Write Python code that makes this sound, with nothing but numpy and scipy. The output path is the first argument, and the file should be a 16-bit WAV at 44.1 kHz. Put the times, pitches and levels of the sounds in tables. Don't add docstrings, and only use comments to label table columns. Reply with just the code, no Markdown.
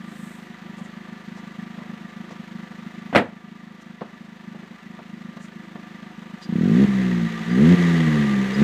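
import sys
import numpy as np
from scipy import signal
from scipy.fft import rfft, irfft
from scipy.io import wavfile
from scipy.ndimage import uniform_filter1d

SR = 44100
rng = np.random.default_rng(int(sys.argv[2]) if len(sys.argv) > 2 else 0)


def bounce(signal):
    frames = np.transpose(np.atleast_2d(signal))
    limited = np.clip(frames, -1, 1)
    pcm = np.round(limited * 32767).astype(np.int16)
    wavfile.write(sys.argv[1], SR, pcm)


N = 380583
TIME = np.arange(N) / SR


def from_db(db):
    return 10 ** (np.asarray(db) / 20)


def unit_rms(x):
    return x / np.sqrt(np.mean(x ** 2) + 1e-20)


def ramp(start, length):
    return np.clip((TIME - start) / length, 0, 1)


def bell(centre, half):
    return np.exp(-np.minimum(((TIME - centre) / half) ** 2, 50))


def eq(x, curve, size=8192):
    hz, db = np.transpose(curve)
    grid = np.maximum(np.fft.rfftfreq(size, 1 / SR), 1)
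    gain = from_db(np.interp(np.log(grid), np.log(hz), db))
    cepstrum = irfft(np.log(gain))
    cepstrum[1:size // 2] *= 2
    cepstrum[size // 2 + 1:] = 0
    impulse = irfft(np.exp(rfft(cepstrum)))
    return signal.fftconvolve(x, impulse)[:N]


def resonate(x, hz, width_hz):
    r = np.exp(-np.pi * width_hz / SR)
    feedback = [1, -2 * r * np.cos(2 * np.pi * hz / SR), r * r]
    return signal.lfilter(np.array([1, 0, -1]) * (1 - r * r) / 2, feedback, x + 1e-18)


def noise():
    return rng.standard_normal(N)


def narrow_noise(hz, width_hz):
    return unit_rms(resonate(resonate(noise(), hz, width_hz), hz, width_hz))


# t/s, firing rate/Hz
ENGINE_SPEED = [(0, 26.46), (.6, 25.57), (1.8, 26.1), (2.5, 25.65), (3.5, 26.145), (6.48, 25.61),
                (6.581, 35.35), (6.826, 68.93), (7.239, 56.4), (7.46, 55.51), (7.573, 62.6), (7.709, 89.61),
                (7.942, 83.95), (8.381, 65.81), (8.54, 65.5), (8.63, 72.4)]

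def firings():
    rate_hz = np.interp(TIME, *np.transpose(ENGINE_SPEED))
    count = np.cumsum(rate_hz) / SR + .79
    opens = np.flatnonzero(np.diff(np.floor(count))) - int(.008 * SR)
    return rate_hz, count, np.maximum(opens, 0)


CYLINDER_LOPE = [-3, -1, -0.9, -1]
# f/Hz, idle level/dB, coasting level/dB, throttle level/dB
PUFF_TONE = [(30, -58, -60, -45), (60, -20, -18, -21), (88.5, -19, -30.5, -11), (129.8, -14, -9, -9.5),
             (165.5, 5.5, -0.5, 8), (207.5, 8, 7, 6.5), (246, 6.5, -6.5, 7.5), (285, -28.5, -24, -10.5),
             (349.5, -29, -8.5, -7.5), (374, -35, -11.5, -6), (434, -36, -38.5, -15.5),
             (480, -36, -40, -14), (588, -46, -46, -28.5), (730, -29, -75, -29.5), (1830, -62, -90, -73)]

def exhaust(opens, throttle, overrun, revved):
    jitter_db = 3.1 + (.5 - 3.1) * throttle[opens]
    jitter_db += (1.15 - jitter_db) * overrun[opens]
    lope_db = np.resize(np.roll(CYLINDER_LOPE, -1), len(opens)) * (1 - revved[opens])
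    even, ragged = np.zeros((2, N))
    even[opens] = 1
    ragged[opens] = from_db(lope_db + jitter_db * np.clip(rng.standard_normal(len(opens)), -2.5, 1.3))
    blend = [(1 - throttle) * (1 - revved), (1 - throttle) * revved, throttle]
    hz, *tones = np.transpose(PUFF_TONE)

    def pipe(puffs):
        return sum(eq(puffs * share, np.c_[hz, db]) for share, db in zip(blend, tones))

    power = np.add.reduceat(pipe(even) ** 2, opens)[:-1] / np.diff(opens)
    midpoints = (opens[1:] + opens[:-1]) / 2
    return pipe(ragged) / np.sqrt(np.interp(np.arange(N), midpoints, power))


def rear_chamber(puffs, revved, hz=300, width_hz=70, idle_db=7, rev_db=-6):
    ring = puffs
    for _ in range(3):
        ring = resonate(ring, hz, width_hz)
    return ring * from_db(idle_db + (rev_db - idle_db) * revved)


# f/Hz, level/dB
GAS_TONE = [(30, -35), (60, -1), (110, -12), (190, 16.5), (280, 15.5), (350, 21), (450, -17), (600, -14),
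            (1000, -37)]

def gas_rumble(throttle, revved, idle_db=-14, coasting_db=-25, throttle_db=-21):
    shut_db = idle_db + (coasting_db - idle_db) * revved
    level_db = shut_db * (1 - throttle) + throttle_db * throttle
    return unit_rms(eq(noise(), GAS_TONE)) * from_db(level_db)


# f/Hz, level/dB
IDLE_RUSH_TONE = [(240, -34.5), (400, -13), (620, -5), (900, -8), (1400, -3), (1930, -6), (2400, -7.5),
                  (3700, -11.5), (5300, -21.5), (6300, -21), (8300, -28), (9400, -34.5), (15400, -36)]
REV_RUSH_TONE = [(240, -10.5), (400, 6), (520, 0.5), (610, -7), (730, -7), (1400, -6), (1930, 1.5),
                 (2250, -7), (3700, -11), (5250, -22), (6450, -20), (8300, -28), (9450, -35.5),
                 (15400, -38.5)]
# delay/s, level/dB
UNDERBODY_ECHOES = [(.0031, -21), (.0074, -15.5), (0.0136, -32.5), (0.0175, -19), (.0269, -16)]
# f/Hz, width/Hz, idle level/dB, revved level/dB
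METAL_RINGS = [(512, 31, -10.5, -17), (726, 40, -8.5, -14.5), (947, 140, -7.5, -19),
               (1184.7, 39, -4.5, -9.5), (1746, 89, -5.5, -15), (1954, 255, -3.5, -7.5),
               (10600, 430, -59, -33)]

def clatter(count, revved, throb_db=1.32, grain_db=1.5, ring_throb_db=6):
    grains = np.interp(TIME, np.linspace(0, TIME[-1], 3000), rng.standard_normal(3000))
    throb = np.cos(2 * np.pi * (count - .08))
    drive = noise() * from_db(throb_db * throb + grain_db * np.clip(grains, -2, 2))
    rush = (1 - revved) * from_db(2) * unit_rms(eq(drive, IDLE_RUSH_TONE))
    rush += revved * from_db(.5) * unit_rms(eq(drive, REV_RUSH_TONE))
    rush += sum(from_db(db) * np.interp(TIME - s, TIME, rush, left=0) for s, db in UNDERBODY_ECHOES)
    tremolo = from_db(ring_throb_db * throb * (.5 - .57 * revved))
    for hz, width_hz, idle_db, rev_db in METAL_RINGS:
        ring = unit_rms(narrow_noise(hz, width_hz) * tremolo)
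        rush += ring * from_db(idle_db + (rev_db - idle_db) * revved)
    return rush


def block_hum(count, db=-67.5):
    return from_db(db) * np.sqrt(2) * np.sin(2 * np.pi * 2 * count)


# f/Hz, level/dB
LOT_TONE = [(25, -44), (45, -26), (75, -19), (130, 16), (400, 26), (2000, -63), (15000, -17)]

def open_lot(db=-56.5):
    return from_db(db) * unit_rms(eq(noise(), LOT_TONE))


# t/s, level/dB, half length/s, f/Hz
SCUFFS = [(.25, -58.5, 0.17, 7800), (.25, -68, 0.2, 13000), (.79, -59, 0.02, 6930), (.85, -60, 0.021, 6900),
          (1.38, -57.5, 0.022, 5260), (2.32, -57.5, .02, 5000), (3.82, -56, 0.011, 5870),
          (5.37, -59, 0.0072, 5500), (5.44, -55, 0.033, 6500), (6.435, -47.5, 0.019, 3950)]

def rustles(width_hz=3200):
    return sum(from_db(db) * bell(s, half) * narrow_noise(hz, width_hz) for s, db, half, hz in SCUFFS)


# t/s, depth/dB
WEAK_FIRINGS = [(0.587, 7), (0.749, 4), (.93, 7), (1.05, 5), (1.239, 8), (1.516, 6), (1.86, 8), (2.125, 7),
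                (2.471, 6), (2.77, 5), (3.42, 7), (3.98, 2), (4.11, 6), (4.39, 9), (4.675, 13), (4.799, 21),
                (5.08, 3), (5.512, 7), (6.401, 16.5)]

def stumbles_db(sag_s=.034, delay_s=.042, rebound_s=.077):
    return sum(depth_db * (.3 * bell(s + delay_s, rebound_s) - bell(s, sag_s))
               for s, depth_db in WEAK_FIRINGS)


# f/Hz, width/Hz, level/dB
SHELL_MODES = [(254.8, 21, 9), (460, 11, -2), (552, 22, 6.5), (699.5, 15, 17), (1024, 40, -20),
               (1500, 10, -10), (1480, 110, -16), (1620, 33, -18), (1900, 110, -2), (2110, 59, -5),
               (2370, 30, -5), (2470, 27, -12), (2650, 44, -13), (2800, 43, 6)]

def panel_hits(hits, tone, shell_db, tail_db, tail_t60, tail_hz):
    def burst(s, db, cutoff_hz, t60):
        lowpass = signal.butter(1, cutoff_hz, fs=SR)
        hz = np.linspace(1, SR / 2, 4096)
        response = np.abs(signal.freqz(*lowpass, hz, fs=SR)[1])
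        response *= from_db(np.interp(hz, *np.transpose(tone)))
        age = TIME[:SR // 2]
        dying = rng.standard_normal(len(age)) * from_db(db - 60 * age / t60)
        dulled = signal.lfilter(*lowpass, dying + 1e-18) / np.sqrt(np.mean(response ** 2))
        return np.pad(dulled, (int(s * SR), N))[:N]

    rattle = eq(sum(burst(*hit) for hit in hits), tone)
    tail = eq(sum(burst(s, db + tail_db, tail_hz, tail_t60) for s, db, _, _ in hits), tone)
    shell = sum(from_db(db) * resonate(rattle, hz, width_hz) for hz, width_hz, db in SHELL_MODES)
    return rattle + from_db(shell_db) * np.std(rattle) * unit_rms(shell) + tail


# t/s, level/dB, low-pass/Hz, t60/s
KNOCK_HITS = [(.785, -46, 1228, 0.5), (1.372, -38.5, 1396, 0.097), (1.785, -43, 710, 0.6),
              (2.305, -39.5, 2530, 0.17), (4.009, -24.5, 900, 0.044), (4.016, -25.5, 550, 0.094),
              (4.545, -38.5, 600, 0.14), (4.62, -44, 300, 0.39), (4.99, -36, 1000, 0.12),
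              (5.37, -35.5, 3000, 0.06), (5.755, -36.5, 900, 0.11)]
# f/Hz, level/dB
KNOCK_TONE = [(30, -36), (70, -21), (120, 3), (300, 6), (550, 4), (1150, 4.5), (1700, -3), (4000, -9),
              (15000, -42)]

def cabin_knocks():
    return panel_hits(KNOCK_HITS, KNOCK_TONE, shell_db=-14.5, tail_db=-14, tail_t60=.32, tail_hz=696)


# t/s, level/dB, low-pass/Hz, t60/s
DOOR_HITS = [ (3.128, -24, 805, 0.17), (3.149, -11, 2200, 0.23), (3.158, -.5, 2000, 0.07),
             (3.16, -10, 12000, 0.077), (3.175, -8.5, 4000, 0.11), (3.186, -14.5, 596, 0.21)]
# f/Hz, level/dB
DOOR_TONE = [(30, -39), (58, -42), (88, -6), (150, -0.5), (270, 6), (350, -0.5), (540, 3.5), (740, 0),
             (1100, -3), (2000, -1.5), (2900, -8.5), (4000, -14), (5600, -27), (8000, -25), (15000, -35.5)]

def door_slam():
    return panel_hits(DOOR_HITS, DOOR_TONE, shell_db=-13, tail_db=-17, tail_t60=.3, tail_hz=497)


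def gain_control(x, threshold_db=-8.5, release_db_per_s=1.5, window_s=.016):
    power = np.abs(uniform_filter1d(x ** 2, int(window_s * SR)))
    over_db = np.maximum(10 * np.log10(power + 1e-12) - threshold_db, 0)
    release_db = release_db_per_s * TIME
    duck_db = np.maximum.accumulate(over_db + release_db, axis=-1) - release_db
    return x * from_db(-duck_db)


# t/s, level/dB, half length/s, f/Hz
CHIRPS = [(6.44, -45, 0.016, 4840), (7.52, -50, 0.026, 4820), (8.545, -41, 0.0084, 4940)]

def pedal_squeaks(width_hz=120):
    return sum(from_db(db) * bell(s, half) * narrow_noise(hz, width_hz) for s, db, half, hz in CHIRPS)


# press/s, attack/s, release/s, drone end/s, drone fade/s, opening in the drone/0-1
THROTTLE_BLIPS = [(6.44, .125, 6.853, 7.26, .03, .12), (7.44, .16, 7.748, 8.41, .1, .27),
                  (8.53, .09, 8.8, 9.2, .1, .1)]

def accelerator(shut_s=.0076, gap_s=.022, drone_rise_s=.014):
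    pedal, overrun, throttle = np.zeros((3, N))
    for pressed, attack_s, released, drone_end, fade_s, left_open in THROTTLE_BLIPS:
        down = ramp(pressed, attack_s) * (1 - ramp(released, shut_s))
        drone = ramp(released + gap_s, drone_rise_s) * (1 - ramp(drone_end, fade_s))
        pedal += down
        overrun += drone
        throttle += down + left_open * drone
    return pedal, overrun, np.clip(throttle, 0, 1)


def scene(idle_hz=26):
    rate_hz, count, opens = firings()
    pedal, overrun, throttle = accelerator()
    octaves = np.log2(rate_hz / idle_hz)
    revved = np.clip((rate_hz - 27) / 36, 0, 1)
    puffs = exhaust(opens, throttle, overrun, revved)
    boom = puffs + rear_chamber(puffs, revved) + gas_rumble(throttle, revved)
    boom_db = -37 + 7 * octaves + 15.5 * pedal + 9 * overrun + stumbles_db()
    revving_s = np.maximum(TIME - THROTTLE_BLIPS[0][0], 0)
    clatter_db = -51.3 + 11 * octaves + .86 * pedal + 1.5 * revving_s
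    engine = from_db(boom_db) * boom + from_db(clatter_db) * clatter(count, revved) + block_hum(count)
    return (engine + door_slam() + cabin_knocks() + rustles() + pedal_squeaks() + open_lot())[None]


def record(dry, low_cut_hz=36, ceiling=.7, high_cut_hz=15400):
    low_cut = signal.butter(2, low_cut_hz, "high", fs=SR, output="sos")
    high_cut = signal.ellip(10, .1, 80, high_cut_hz, fs=SR, output="sos")
    ducked = gain_control(signal.sosfilt(low_cut, dry))
    rounded = ducked / (1 + (ducked / ceiling) ** 6) ** (1 / 6)
    return signal.sosfilt(high_cut, rounded)


dry = scene()
out = record(dry)
bounce(out)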